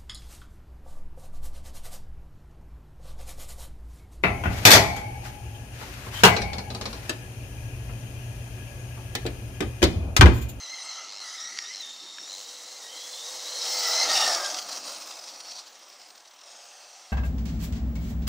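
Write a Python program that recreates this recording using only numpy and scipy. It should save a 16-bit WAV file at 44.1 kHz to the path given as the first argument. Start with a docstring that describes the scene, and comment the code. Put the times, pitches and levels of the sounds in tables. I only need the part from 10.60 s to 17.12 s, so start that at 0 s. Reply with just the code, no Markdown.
"""On a lawn, a small electric buggy races near, passes close, coasts away, then pulls again in the distance.
Its gears whine at multiples of the tooth-mesh rate over a gritty drivetrain hiss of filtered noise.
Tyres roar in the grass as banded noise, and slack joints ring in bursts when the throttle is shut.
Resonances colour the hollow shell, a delayed copy forms the ground reflection, and the speed controller
whistles very high as narrow noise. One microphone feeds both channels."""
import sys
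import numpy as np
from scipy import signal
from scipy.io import wavfile
from scipy.ndimage import uniform_filter1d

SR = 44100
rng = np.random.default_rng(int(sys.argv[2]) if len(sys.argv) > 2 else 0)


def int16_out(signal):
    """Quantize to a 16-bit WAV file."""
    q = np.round(np.clip(np.atleast_2d(signal).T, -1, 1) * 32767)
    wavfile.write(sys.argv[1], SR, q.astype(np.int16))


N = 287532

# Spectra, each scaled to unit rms in use: f/Hz, relative density/(dB per Hz)
# still air over the lawn
AIR_SPECTRUM = [(15, -63), (25, -37), (108, -46), (190, -23.5), (734, -2), (2350, -10), (2610, -9),
                (2990, -7), (6050, -14), (10700, -61), (16000, -39)]
AIR_DB = -56.5
# low thrum of wheels and air
THRUM_SPECTRUM = [(59, -62), (100, -28), (225, -4), (296, 0.5), (393, -7), (420, 0.5), (550, -35),
                  (920, -120)]
# tyres in the grass
TYRE_SPECTRUM = [(210, -48), (350, 0), (441, -14.5), (510, 5.5), (900, -3.5), (1060, 2.5), (1300, -4.5),
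                 (1460, -8.5), (1700, 6.5), (2210, -43), (3740, -120)]
# top-end sizzle
SIZZLE_SPECTRUM = [(5000, 3), (8500, 2), (9830, -13), (12200, -8), (13400, -21), (15100, -5), (16000, -22)]
# drivetrain hiss under load
PULLING_SPECTRUM = [(820, -8.5), (1400, -6.5), (1500, -33), (1850, -1), (2070, -0.5), (2430, -16),
                    (3120, -1), (3410, -7), (4100, -4), (4770, 15.5), (5640, -27.5), (6070, 5.5),
                    (9500, -29), (12400, -38), (20900, -120)]
# drivetrain hiss with the throttle shut
COASTING_SPECTRUM = [(820, -3), (1400, -0.5), (1660, -13), (2160, -3.5), (2360, -2), (2680, -4.5),
                     (3000, -8.5), (4370, -0.5), (4690, -5.5), (5690, 6), (7840, -13.5), (8770, -9.5),
                     (9500, -38), (12400, -40), (20900, -120)]

# The run, mean levels: t/s, drivetrain level/dB, lower shell mode level/dB, sizzle level/dB
RUN_LEVELS = [(0.0, -46, -60.5, -54.5), (0.31, -41, -54.5, -61), (0.59, -44.5, -62, -76),
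              (0.62, -40.5, -59, -54), (1.2, -42, -70, -60), (1.55, -47.5, -70, -58),
              (1.78, -44.5, -65.5, -48), (2.3, -46, -62, -49.5), (2.43, -43.5, -62, -45),
              (2.92, -39, -55.5, -43.5), (3.09, -34, -46, -37), (3.4, -29, -35, -37.5),
              (3.46, -25.5, -34, -61), (3.56, -26, -33, -32), (3.7, -26.5, -31, -37.5),
              (3.8, -32.5, -39.5, -42), (3.96, -35.5, -43.5, -46), (4.3, -38.5, -54, -49),
              (4.76, -48, -58.5, -55), (4.95, -42, -53.5, -60), (5.1, -52, -70, -64),
              (5.43, -52, -65.5, -61.5), (5.77, -69, -70, -62), (5.87, -49, -61, -65),
              (6.52, -52, -59.5, -59.5)]
# Mean thrum: t/s, level/dB
THRUM_LEVELS = [(0, -73), (1.2, -67), (2.4, -70), (3.0, -67.5), (3.5, -56.5), (3.85, -57.5), (4.3, -61.5),
                (4.75, -71.5), (6.52, -87)]
# Mean tyre roar: t/s, level/dB
TYRE_LEVELS = [(0, -59), (1.1, -65), (1.9, -58.5), (2.4, -55), (2.9, -49), (3.2, -44), (3.55, -38.5),
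               (3.8, -37.5), (3.95, -47), (4.3, -48.5), (4.8, -56), (5.4, -64), (5.77, -72), (5.87, -60),
               (6.52, -76)]
# Brief level changes while coasting, mostly drops: start t/s, length/s, depth/dB
LEVEL_DIPS = [(3.445, 0.04, 2), (3.874, 0.017, -0.5), (4.008, 0.071, 4), (4.192, 0.057, 3.5),
              (4.38, 0.079, 2), (4.607, 0.014, 3.5), (4.81, 0.055, 2), (4.93, 0.02, 3)]
DIP_EDGE_S = 0.0077
# Throbbing once a shaft turn, with slack in the gears: first beat t/s, last beat t/s, rate/(turns per s)
SHAFT_THROBS = [(.494, .604, 100), (1.149, 1.18, 97), (1.699, 1.804, 96)]
THROB_DB = 5.5

# Upper controller whistle: t/s, f/Hz, mean level/dB
UPPER_WHISTLE = [(3.5, 15750, -64), (3.68, 15620, -58), (3.9, 15220, -60), (4.15, 15070, -64),
                 (4.7, 15000, -71), (5.3, 15120, -73), (6.52, 15300, -84)]
# Lower controller whistle: t/s, f/Hz, mean level/dB
LOWER_WHISTLE = [(3.05, 15100, -58), (3.3, 15170, -45), (3.4, 15000, -54), (3.6, 14700, -54),
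                 (3.75, 14350, -64), (4.0, 14200, -69), (4.22, 14200, -74), (4.33, 14200, -67),
                 (4.8, 14330, -74), (5.5, 14530, -87), (5.95, 14720, -82), (6.52, 14750, -88)]
# Thin high ticks, before the high-pass: t/s, level/dB
TREBLE_TICKS = [(0.2114, -57), (0.8094, -49), (0.8894, -51), (1.0194, -51), (1.1644, -52), (1.2112, -40),
                (1.2608, -45), (1.3383, -45)]
# Chassis knocks over bumps, before the band-pass: t/s, level/dB, centre f/Hz
CHASSIS_KNOCKS = [(0.974, -23, 4630), (0.9882, -15.5, 4680), (1.584, -24.5, 1686), (1.677, -32, 4510),
                  (3.083, -19, 3130), (3.945, -21, 4500), (3.9861, -18, 3000), (4.8045, -34, 4400)]
# Driveline chatter while coasting: t/s, relative level/dB, nominal length/s
CHATTER_BURSTS = [(3.7415, -10, 0.023), (3.841, -13.5, 0.021), (3.855, -13.5, 0.023), (3.895, -19, 0.026),
                  (3.941, -17.5, 0.014), (3.986, -14.5, 0.018), (4.017, -22.5, 0.022), (4.088, -19, 0.014),
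                  (4.121, -19, 0.023), (4.169, -21, 0.018), (4.274, -24, 0.021), (4.33, -33, 0.036),
                  (4.405, -24.5, 0.042), (4.473, -24, 0.013), (4.505, -20.5, 0.02), (4.635, -27, 0.021),
                  (4.659, -27, 0.065), (4.734, -32.5, 0.042), (4.8, -23.5, 0.022), (4.847, -30, 0.027),
                  (4.908, -24, 0.026), (4.973, -37, 0.02), (4.981, -24, 0.031), (5.056, -31, 0.046),
                  (5.145, -34, 0.031), (5.177, -43, 0.02), (5.412, -33, 0.018), (5.482, -36, 0.013),
                  (5.502, -31.5, 0.013), (5.551, -34.5, 0.016), (5.574, -34, 0.016), (5.601, -33.5, 0.015),
                  (5.649, -34.5, 0.022), (5.667, -34.5, 0.03), (5.708, -34.5, 0.013), (5.732, -36, 0.022),
                  (5.755, -40, 0.028), (5.779, -37.5, 0.031), (5.808, -34, 0.023), (5.833, -34, 0.02)]
CHATTER_TOP_HZ = 11000
# Metal driveline modes: f/Hz, width/Hz, relative level/dB
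JOINT_MODES = [(3260, 320, -3.5), (4800, 710, 4), (5170, 210, -2), (5810, 180, 0), (4000, 200, -7.5),
               (6960, 530, -18), (8510, 140, -9)]
# Joint ringing under load, stronger close by: t/s, amplitude share
JOINT_SHARE_PULLING = [(0, 0.34), (2.2, 0.31), (2.9, 0.59), (3.1, 0.75)]

# Lower modes of the hollow body shell: f/Hz, width/Hz, relative level/dB
SHELL_LOW_MODES = [(632.6, 50, -3.5), (751, 52, 1), (873, 39, -2.5)]
SHELL_HIGH_HZ, SHELL_HIGH_WIDTH_HZ = 1274, 102   # upper mode before the pitch shift
# Pitch shift of the passing shell: t/s, frequency ratio
SHELL_PITCH_SHIFT = [(0, 1.03), (3.4, 1.035), (3.85, .95), (6.52, .95)]
# Narrow stretches cut from the buggy's sound, steady in frequency: f/Hz, width/Hz, depth/dB
STEADY_NOTCHES = [(1062, 170, 3), (1530, 270, 3), (2363, 103, 7.5), (2900, 120, 5.5), (3400, 116, 5),
                  (4744, 103, 4.5), (5190, 120, 1.5), (5900, 93, 4), (6340, 165, 6), (7930, 220, 0.5),
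                  (8550, 410, 3)]
# Reflection from the sloping ground: t/s, extra path time/ms, strength 0-1
GROUND_REFLECTION = [(0, .96, .6), (.4, .95, .6), (.55, .8, .5), (.68, .62, .6), (1.0, .44, .5),
                     (1.4, .25, .2), (3.0, .3, .1), (4.0, .65, .3), (4.85, .88, .25), (4.95, .22, .3),
                     (5.2, .33, .5), (5.45, .42, .4), (5.9, .57, .45), (6.2, .645, .4), (6.52, .71, .3)]
# Bands standing out of the hiss:
# start t/s, end t/s, start f/Hz, end f/Hz, width/Hz, mean level re drivetrain/dB
HISS_BANDS = [(0.01, 0.51, 2750, 2840, 130, -15.5), (0.2, 0.36, 9100, 6300, 110, -14),
              (0.66, 0.86, 5100, 5050, 110, -12), (0.62, 1.65, 9600, 9800, 220, -26.5),
              (0.98, 1.13, 5600, 5850, 98, -5), (1.8, 1.8, 5550, 5500, 108, -8),
              (1.3, 1.85, 7250, 7000, 180, -9.5), (2.66, 2.7, 6100, 5750, 137, -8),
              (3.02, 3.3, 5800, 5300, 120, -9), (3.03, 3.42, 5250, 5400, 168, -5),
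              (2.3, 3.2, 3100, 4600, 110, -6.5), (3.52, 3.76, 5500, 5450, 156, -6.5),
              (3.52, 3.8, 4800, 4550, 110, -11), (3.553, 3.66, 2830, 2850, 150, -10.5),
              (3.52, 3.75, 9350, 9250, 220, -23), (4.27, 4.85, 8900, 8950, 150, -18),
              (4.08, 4.36, 4800, 4800, 89, -14.5), (4.7, 5.0, 4420, 4480, 110, -6.5),
              (4.5, 4.95, 5050, 5500, 90, -12), (4.62, 5.02, 5800, 5780, 83, -8.5),
              (4.02, 4.3, 6650, 6700, 110, -16), (5.08, 5.3, 5850, 5900, 130, -17),
              (5.2, 5.5, 5000, 4750, 200, -14), (5.33, 5.8, 8450, 8500, 160, -11.5),
              (5.88, 6.52, 2600, 2700, 150, -15.5), (5.85, 6.36, 8400, 7000, 130, -18),
              (5.9, 6.52, 8400, 8600, 200, -17), (5.92, 6.52, 6600, 5600, 330, -8.5),
              (5.83, 6.1, 5300, 5800, 240, -17)]
BAND_FLICKER_DB = 3

# Gear whine before the nodding: t/s, tooth-mesh f/Hz
MESH_RATE = [(0.0, 2078), (.3, 2082), (.42, 2024), (.52, 2146), (.63, 2054), (.68, 1947), (.76, 2043),
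             (.79, 1883), (.87, 1920), (.93, 1968), (.97, 1950), (1.0, 1880), (1.05, 1848), (1.075, 1917),
             (1.13, 2093), (1.2, 2065), (1.23, 1827), (1.66, 1853), (1.71, 2050), (1.81, 2078),
             (1.87, 1912), (1.93, 2040), (2.04, 1990), (2.13, 2080), (2.19, 2070), (2.225, 1880),
             (2.29, 1900), (2.33, 2070), (2.39, 2008), (2.44, 2040), (2.56, 2072), (2.605, 1990),
             (2.63, 1879), (2.68, 2000), (2.72, 2127), (2.8, 2080), (2.84, 1915), (2.88, 1970),
             (2.93, 2058), (3.05, 1948), (3.14, 2104), (3.23, 1985), (3.29, 1979), (3.4, 2065),
             (3.46, 2080), (3.48, 1863), (3.66, 1830), (3.75, 1740), (3.8, 1598), (3.85, 1614),
             (3.95, 1570)]
# Levels re drivetrain: t/s, 1st mesh order level/dB, 2nd level/dB, 3rd level/dB, upper shell mode level/dB
ORDER_LEVELS = [(0.0, -9, 3, -2, -7.5), (.15, -6, -1.5, -2, -14.5), (.32, -11.5, -3, -2, -8),
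                (.42, -10, -9, -5, -3.5), (.52, -15, -3, -11, -16), (.58, -16, -4, -23, -16),
                (.62, -10, 2, -10, -9.5), (.65, -9, -7, -6, -9), (.72, -11, -9, -5, -12),
                (.86, -10, -2.5, 0.5, -10), (.96, -7.5, -42, -11, -15), (1.06, -9, 2, -6, -9),
                (1.12, -2.5, -10, -5, -19), (1.145, -26, -2, -24, -26), (1.185, -30, -10, -27, -26),
                (1.205, -8, 5, -24, -26), (1.24, -18, 4.5, -28, -22), (1.4, -32, -3.5, -8.5, -23),
                (1.66, -28, -1.5, 0, -14), (1.73, -44, 3.5, -5, -35), (1.85, -28, -6.5, -8, -24),
                (2.3, -10, -5.5, -7, -20), (2.9, -53, -5.5, -8, -31), (3.05, -16, -5, -1.5, -13),
                (3.15, -13.5, -3, -6, -16.5), (3.3, -10, -8, -6, -6), (3.38, -7, 1.5, 2.5, -10.5),
                (3.44, -9, -3, -4, -12), (3.5, -13, -6.5, -31, -9), (3.57, -9, -10, -1.5, -10),
                (3.63, -8.5, -3, -20, -7), (3.69, -4, -28, -14, -11), (3.75, -6.5, -22, -16, -10),
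                (3.78, -17, -30, -27, -7.5), (3.86, -4.5, -30, -18, -9), (3.95, -24, -24, -20, -13),
                (4.3, -22, -20, -12, -25)]
# Break-up of the whine as wheels skip over the turf: t/s, scatter 0-1
WHEEL_SKIP = [(0, .05), (.42, .1), (.5, .9), (.6, .85), (.64, .6), (.78, .3), (1.1, .3), (1.14, .9),
              (1.22, .2), (1.35, .35), (1.66, .4), (1.72, .7), (1.9, .4), (2.2, .38), (2.9, .35),
              (3.0, .45), (3.15, .3), (3.4, .3), (3.5, .4), (3.66, .25), (3.75, .4), (3.95, .8)]
# Slower strand of the second order, as of the other axle: t/s, mean f/Hz, mean level re drivetrain/dB
SLOWER_STRAND = [(1.68, 3667, -12), (1.85, 3710, -11), (2.0, 3778, -19), (2.27, 3770, -8),
                 (2.45, 3760, -18), (2.6, 3768, -19), (2.75, 3780, -14), (2.87, 3805, -12),
                 (3.1, 3830, -13)]
# Ends of the low shaft hum: t/s
SHAFT_HUM_SPAN = [(1.72,), (3.47,)]
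MESH_PER_HUM, HUM_DB = 4.1, -17.5   # frequency ratio; level re drivetrain
WHINE_FLICKER_DB = 1.5
SLEW_LOSS_DB = 1.5   # whine loss while the speed jumps: dB per 100 % a second
# The chassis rocks at first and the whine sags with each nod
PITCHING_HZ, PITCHING_TOP_S, PITCHING_DEPTH, PITCHING_END_S = 7.4, .005, .055, .6

THROTTLE_OFF_S, THROTTLE_FADE_S = 3.49, 0.096
SHAKE_PULLING_DB, SHAKE_COASTING_DB, THRUM_GUST_DB = 1.3, 1.8, 2.5
THROTTLE_ON_S, SHAKE_ON_AGAIN_DB = 5.85, .6   # under throttle again the hiss runs smoother
CUTOFF_HZ = 15760


def from_db(db):
    """Logarithmic level: decibels to amplitude gain."""
    return 10 ** (np.asarray(db) / 20)


def rms_one(x):
    """Normalisation of mean power: scale to unit rms."""
    return x / np.sqrt(np.mean(x ** 2) + 1e-20)


def in_time(rows):
    """Linear interpolation: each table column after the time, one value per sample."""
    s, *columns = np.transpose(rows)
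    return [np.interp(np.arange(N) / SR, s, column) for column in columns]


def sounding(rows, fade_s=0.034):
    """Gating envelope: 1 while the table lasts, with linear fades beyond its ends."""
    t = np.arange(N) / SR
    inside_s = np.minimum(t - rows[0][0], rows[-1][0] - t)
    return np.clip(1 + inside_s / fade_s, 0, 1)


def drift(rate):
    """Low-pass random process: noise at every 20th sample through a double pole at rate/Hz; spread 1."""
    r = np.exp(-40 * np.pi * rate / SR)
    noise = rng.standard_normal(N // 20 + 3002)
    slow = signal.lfilter([1], [1, -2 * r, r * r], noise)[3000:]   # skip the settling
    return np.interp(np.arange(N) / 20, np.arange(len(slow)), rms_one(slow))


def coloured(spectrum, patchy_db, rate):
    """Band synthesis: quarter-octave noises, each flickering on its own; rms 1."""
    hz, level_db = np.transpose(spectrum)
    edges = hz[0] * 2 ** np.arange(0, np.log2(hz[-1] / hz[0]) + .2, .25)
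    white = rng.standard_normal((2, N))      # neighbouring bands get unrelated noise
    out = 0
    for k, (low, high) in enumerate(zip(edges, np.minimum(edges[1:], .45 * SR))):
        band_pass = signal.butter(2, [low, high], "band", fs=SR, output="sos")
        band = signal.sosfilt(band_pass, white[k % 2])
        centre_db = np.interp(np.log(low * high) / 2, np.log(hz), level_db)
        out = out + band * from_db(centre_db + patchy_db * drift(rate))
    return rms_one(out)


def rough_tone(hz, clean, width_hz):
    """Random modulation of a carrier: steady core of power share `clean` in narrow noise; rms near 1."""
    phase = 2 * np.pi * np.cumsum(hz) / SR
    share = np.clip(clean, 0, 1)
    skirt = drift(width_hz) * np.cos(phase) + drift(width_hz) * np.sin(phase)
    return np.sqrt(2 * share) * np.sin(phase) + np.sqrt(1 - share) * skirt


def resonant_noise(hz, width_hz):
    """Resonance: white noise through a two-pole filter; rms 1."""
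    r = np.exp(-np.pi * width_hz / SR)
    poles = [1, -2 * r * np.cos(2 * np.pi * hz / SR), r * r]
    return rms_one(signal.lfilter([1, 0, -1], poles, rng.standard_normal(N)))


def dips():
    """Amplitude modulation: level change in dB over time, as soft-edged notches."""
    return -sum(depth_db * sounding([(s,), (s + length_s,)], DIP_EDGE_S)
                for s, length_s, depth_db in LEVEL_DIPS)


def throb():
    """Periodic modulation: level swing in dB, beating at the shaft rate in each spell."""
    t = np.arange(N) / SR
    return sum(THROB_DB * sounding([(first,), (last,)], .02) * np.cos(2 * np.pi * rate * (t - first))
               for first, last, rate in SHAFT_THROBS)


def still_air():
    """Broadband ambient noise: a faint, patchy bed from the air over the lawn."""
    return from_db(AIR_DB) * coloured(AIR_SPECTRUM, patchy_db=2.5, rate=10.0)


def low_thrum():
    """Low-frequency random noise: wheels and air together, with slow swells of level."""
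    level_db = in_time(THRUM_LEVELS)[0] + THRUM_GUST_DB * drift(6)
    return from_db(level_db) * coloured(THRUM_SPECTRUM, patchy_db=2.5, rate=6)


def controller():
    """Electronic switching tones: two faint, flickering bands of narrow noise near the top of hearing."""
    out = 0
    for rows in (UPPER_WHISTLE, LOWER_WHISTLE):
        hz, level_db = in_time(rows)
        flicker = from_db(level_db + 5 * drift(25))
        out = out + sounding(rows) * flicker * rough_tone(hz, clean=0, width_hz=110)
    return out


def ticks():
    """Impulsive noise: treble bursts decaying within milliseconds."""
    out, t = np.zeros(N), np.arange(int(.008 * SR)) / SR
    for (s, level_db), noise in zip(TREBLE_TICKS, rng.standard_normal((len(TREBLE_TICKS), len(t)))):
        at = int(s * SR)
        out[at:at + len(t)] += from_db(level_db) * noise * np.exp(-t / .0012)
    return signal.sosfilt(signal.butter(2, 8000, "high", fs=SR, output="sos"), out + 1e-18)


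def top_sizzle(sizzle_db, shake):
    """Amplitude-modulated treble noise: the sizzle follows the shaking over bumps."""
    return from_db(sizzle_db + 0.93 * shake) * coloured(SIZZLE_SPECTRUM, patchy_db=0.5, rate=11.0)


def tyre_roar(shake):
    """Rolling noise: tyres in grass give banded noise whose level shakes over bumps."""
    level_db = in_time(TYRE_LEVELS)[0] + dips() + shake
    return from_db(level_db) * coloured(TYRE_SPECTRUM, patchy_db=1.0, rate=10)


def knocks():
    """Impact excitation: each bump is a short crack ringing briefly in the plastic shell."""
    out, t = np.zeros(N), np.arange(int(0.058 * SR)) / SR
    noises = rng.standard_normal((len(CHASSIS_KNOCKS), len(t)))
    for (s, level_db, hz), noise in zip(CHASSIS_KNOCKS, noises):
        crack = noise * np.exp(-t / 0.0015)
        ring = np.sin(2 * np.pi * hz * t) * np.exp(-t / .0018)
        at = int(s * SR)
        out[at:at + len(t)] += from_db(level_db) * (0.96 * crack + 0.5 * ring)
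    return signal.sosfilt(signal.butter(4, [1100, 6500], "band", fs=SR, output="sos"), out + 1e-18)


def joints():
    """Modal superposition: the driveline's modes, each excited unevenly; rms 1."""
    return rms_one(sum(from_db(level_db + 2.5 * drift(15)) * resonant_noise(hz, width_hz)
                       for hz, width_hz, level_db in JOINT_MODES))


def chatter():
    """Impacts across a clearance: slack joints slap in soft-edged bursts that ring the driveline's modes."""
    swell = np.zeros(N)
    for s, level_db, length_s in CHATTER_BURSTS:
        burst = np.hanning(int(max(length_s, .015) * SR))
        at = int((s - .003) * SR)   # the swell begins just ahead of its tabled time
        swell[at:at + len(burst)] += from_db(level_db - 13.5) * burst
    slaps = swell * (.75 * joints() + .65 * coloured(COASTING_SPECTRUM, patchy_db=1, rate=8))
    return signal.sosfilt(signal.butter(2, CHATTER_TOP_HZ, fs=SR, output="sos"), slaps)


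def shell(drive_db, roll_db):
    """Forced resonance with pitch shift: wheels boom in the lower modes, gears shake the upper one."""
    shift = in_time(SHELL_PITCH_SHIFT)[0]
    low = sum(from_db(level_db) * rough_tone(hz * shift, clean=0, width_hz=width_hz)
              for hz, width_hz, level_db in SHELL_LOW_MODES)
    high = rough_tone(SHELL_HIGH_HZ * shift, clean=0, width_hz=SHELL_HIGH_WIDTH_HZ)
    high_db = drive_db + in_time(ORDER_LEVELS)[3]
    return from_db(roll_db) * rms_one(low) + from_db(high_db) * high


def steady_notches(x):
    """Notch filtering: one narrow, steady cut in the buggy's sound for each row."""
    for hz, width_hz, depth_db in STEADY_NOTCHES:
        w, gain = 2 * np.pi * hz / SR, from_db(-depth_db / 2)
        damp = np.pi * width_hz / SR
        zeros = [1 + damp * gain, -2 * np.cos(w), 1 - damp * gain]
        poles = [1 + damp / gain, -2 * np.cos(w), 1 - damp / gain]
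        x = signal.lfilter(zeros, poles, x)
    return x


def ground_bounce(x):
    """Comb interference: a late, duller copy from the turf sweeps notches as the path changes."""
    delay_ms, strength = in_time(GROUND_REFLECTION)
    share = np.clip(strength, 0, .8)
    dull = np.convolve(x, np.array([.25, .5, .25]), "same")
    late = np.interp(np.arange(N) - delay_ms * SR / 1000, np.arange(N), dull)
    return (x + share * late) / np.sqrt(1 + share ** 2)


def bands(drive_db):
    """Narrow-band noise: flickering bands of hiss, gliding between their end frequencies."""
    out = 0
    for start_s, end_s, start_hz, end_hz, width_hz, level_db in HISS_BANDS:
        rows = [(start_s, start_hz), (end_s, end_hz)]
        gain = from_db(drive_db + level_db + BAND_FLICKER_DB * drift(6.5))
        tone = rough_tone(in_time(rows)[0], clean=0, width_hz=width_hz)
        out = out + sounding(rows, .04) * gain * tone
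    return out


def drivetrain(drive_db):
    """Contact noise: teeth hiss; joints ring through more as the buggy nears, and as strongly in coasting."""
    t = np.arange(N) / SR
    off = 1 / (1 + np.exp((THROTTLE_OFF_S - t) / THROTTLE_FADE_S))
    pulling = coloured(PULLING_SPECTRUM, patchy_db=.8, rate=8)
    pulling = pulling + in_time(JOINT_SHARE_PULLING)[0] * joints()
    coasting = .8 * coloured(COASTING_SPECTRUM, patchy_db=1.2, rate=8) + .6 * joints()
    hiss = np.sqrt(1 - off) * pulling + np.sqrt(off) * coasting   # equal-power crossfade
    shake_db = SHAKE_PULLING_DB + (SHAKE_COASTING_DB - SHAKE_PULLING_DB) * off
    shake_db = np.where(t > THROTTLE_ON_S, SHAKE_ON_AGAIN_DB, shake_db)
    return from_db(drive_db + shake_db * drift(137)) * hiss


def mesh_speed():
    """Frequency modulation: the tooth-mesh rate sags briefly with each nod of the rocking chassis."""
    t = np.arange(N) / SR
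    rocking = PITCHING_DEPTH * np.clip(1 - (t / PITCHING_END_S) ** 2, 0, 1)
    nod = np.sin(np.pi * PITCHING_HZ * (t - PITCHING_TOP_S)) ** 4
    return in_time(MESH_RATE)[0] * (1 - rocking * nod)


def mesh_order(hz, clean, width_hz, fray):
    """Loss of coherence: a grainy line splits into wandering strands when wheels skip, more with fray."""
    skip = in_time(WHEEL_SKIP)[0] ** (1 / fray)
    strands = sum(rough_tone(hz * (1 + .018 * drift(10)), clean=0, width_hz=width_hz) for _ in range(3))
    line = from_db(1.5 * drift(35)) * rough_tone(hz, clean, width_hz)
    return np.sqrt(1 - skip) * line + np.sqrt(skip / 3) * strands


def gears(drive_db):
    """Harmonics of tooth mesh: uneven teeth smear higher orders more; a thin shaft hum lies far below."""
    mesh_hz = mesh_speed()
    slew = np.abs(np.gradient(np.log(in_time(MESH_RATE)[0]))) * SR   # relative speed change per second
    loss_db = SLEW_LOSS_DB * uniform_filter1d(slew, size=400)
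    first_db, second_db, third_db = (drive_db - loss_db + db + WHINE_FLICKER_DB * drift(12)
                                     for db in in_time(ORDER_LEVELS)[:3])
    first = from_db(first_db) * mesh_order(mesh_hz, clean=.7, width_hz=50, fray=.7)
    second = from_db(second_db) * mesh_order(2 * mesh_hz, clean=.4, width_hz=90, fray=1)
    third = from_db(third_db) * mesh_order(3 * mesh_hz, clean=.25, width_hz=110, fray=1.3)
    whine = sounding(MESH_RATE) * (first + second + third)

    hum = from_db(drive_db + HUM_DB) * rough_tone(mesh_hz / MESH_PER_HUM, clean=.92, width_hz=10)
    slow_hz, slow_db = in_time(SLOWER_STRAND)
    slow_gain = from_db(drive_db + slow_db + 3 * drift(15))
    slow = slow_gain * rough_tone(slow_hz * (1 + .008 * drift(8)), clean=0, width_hz=70)
    return whine + sounding(SHAFT_HUM_SPAN) * hum + sounding(SLOWER_STRAND) * slow


def scene():
    """Superposition: all sources add at one microphone, copied to both channels."""
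    drive_db, roll_db, sizzle_db = in_time(RUN_LEVELS) + dips()
    drive_db = drive_db + throb()
    shake = drift(24.0)      # bumps shake tyres and sizzle together
    background = still_air() + low_thrum() + controller() + ticks()
    running = ground_bounce(drivetrain(drive_db) + chatter()) + top_sizzle(sizzle_db, shake)
    body = steady_notches(running + shell(drive_db, roll_db) + tyre_roar(shake) + knocks())
    mono = background + body + bands(drive_db) + gears(drive_db)
    return np.array([mono, mono])


def record(dry):
    """Band limitation: the microphone drops deep bass, adds a faint dark hiss and cuts the top steeply."""
    thinned = signal.sosfilt(signal.butter(4, 150, "high", fs=SR, output="sos"), dry)
    hiss = from_db(-70.0) * signal.lfilter([.02], [1, -.98], rng.standard_normal(N))
    top_cut = signal.ellip(14, .5, 75, CUTOFF_HZ, fs=SR, output="sos")
    return signal.sosfilt(top_cut, thinned + hiss)


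dry = scene()
out = record(dry)
int16_out(out)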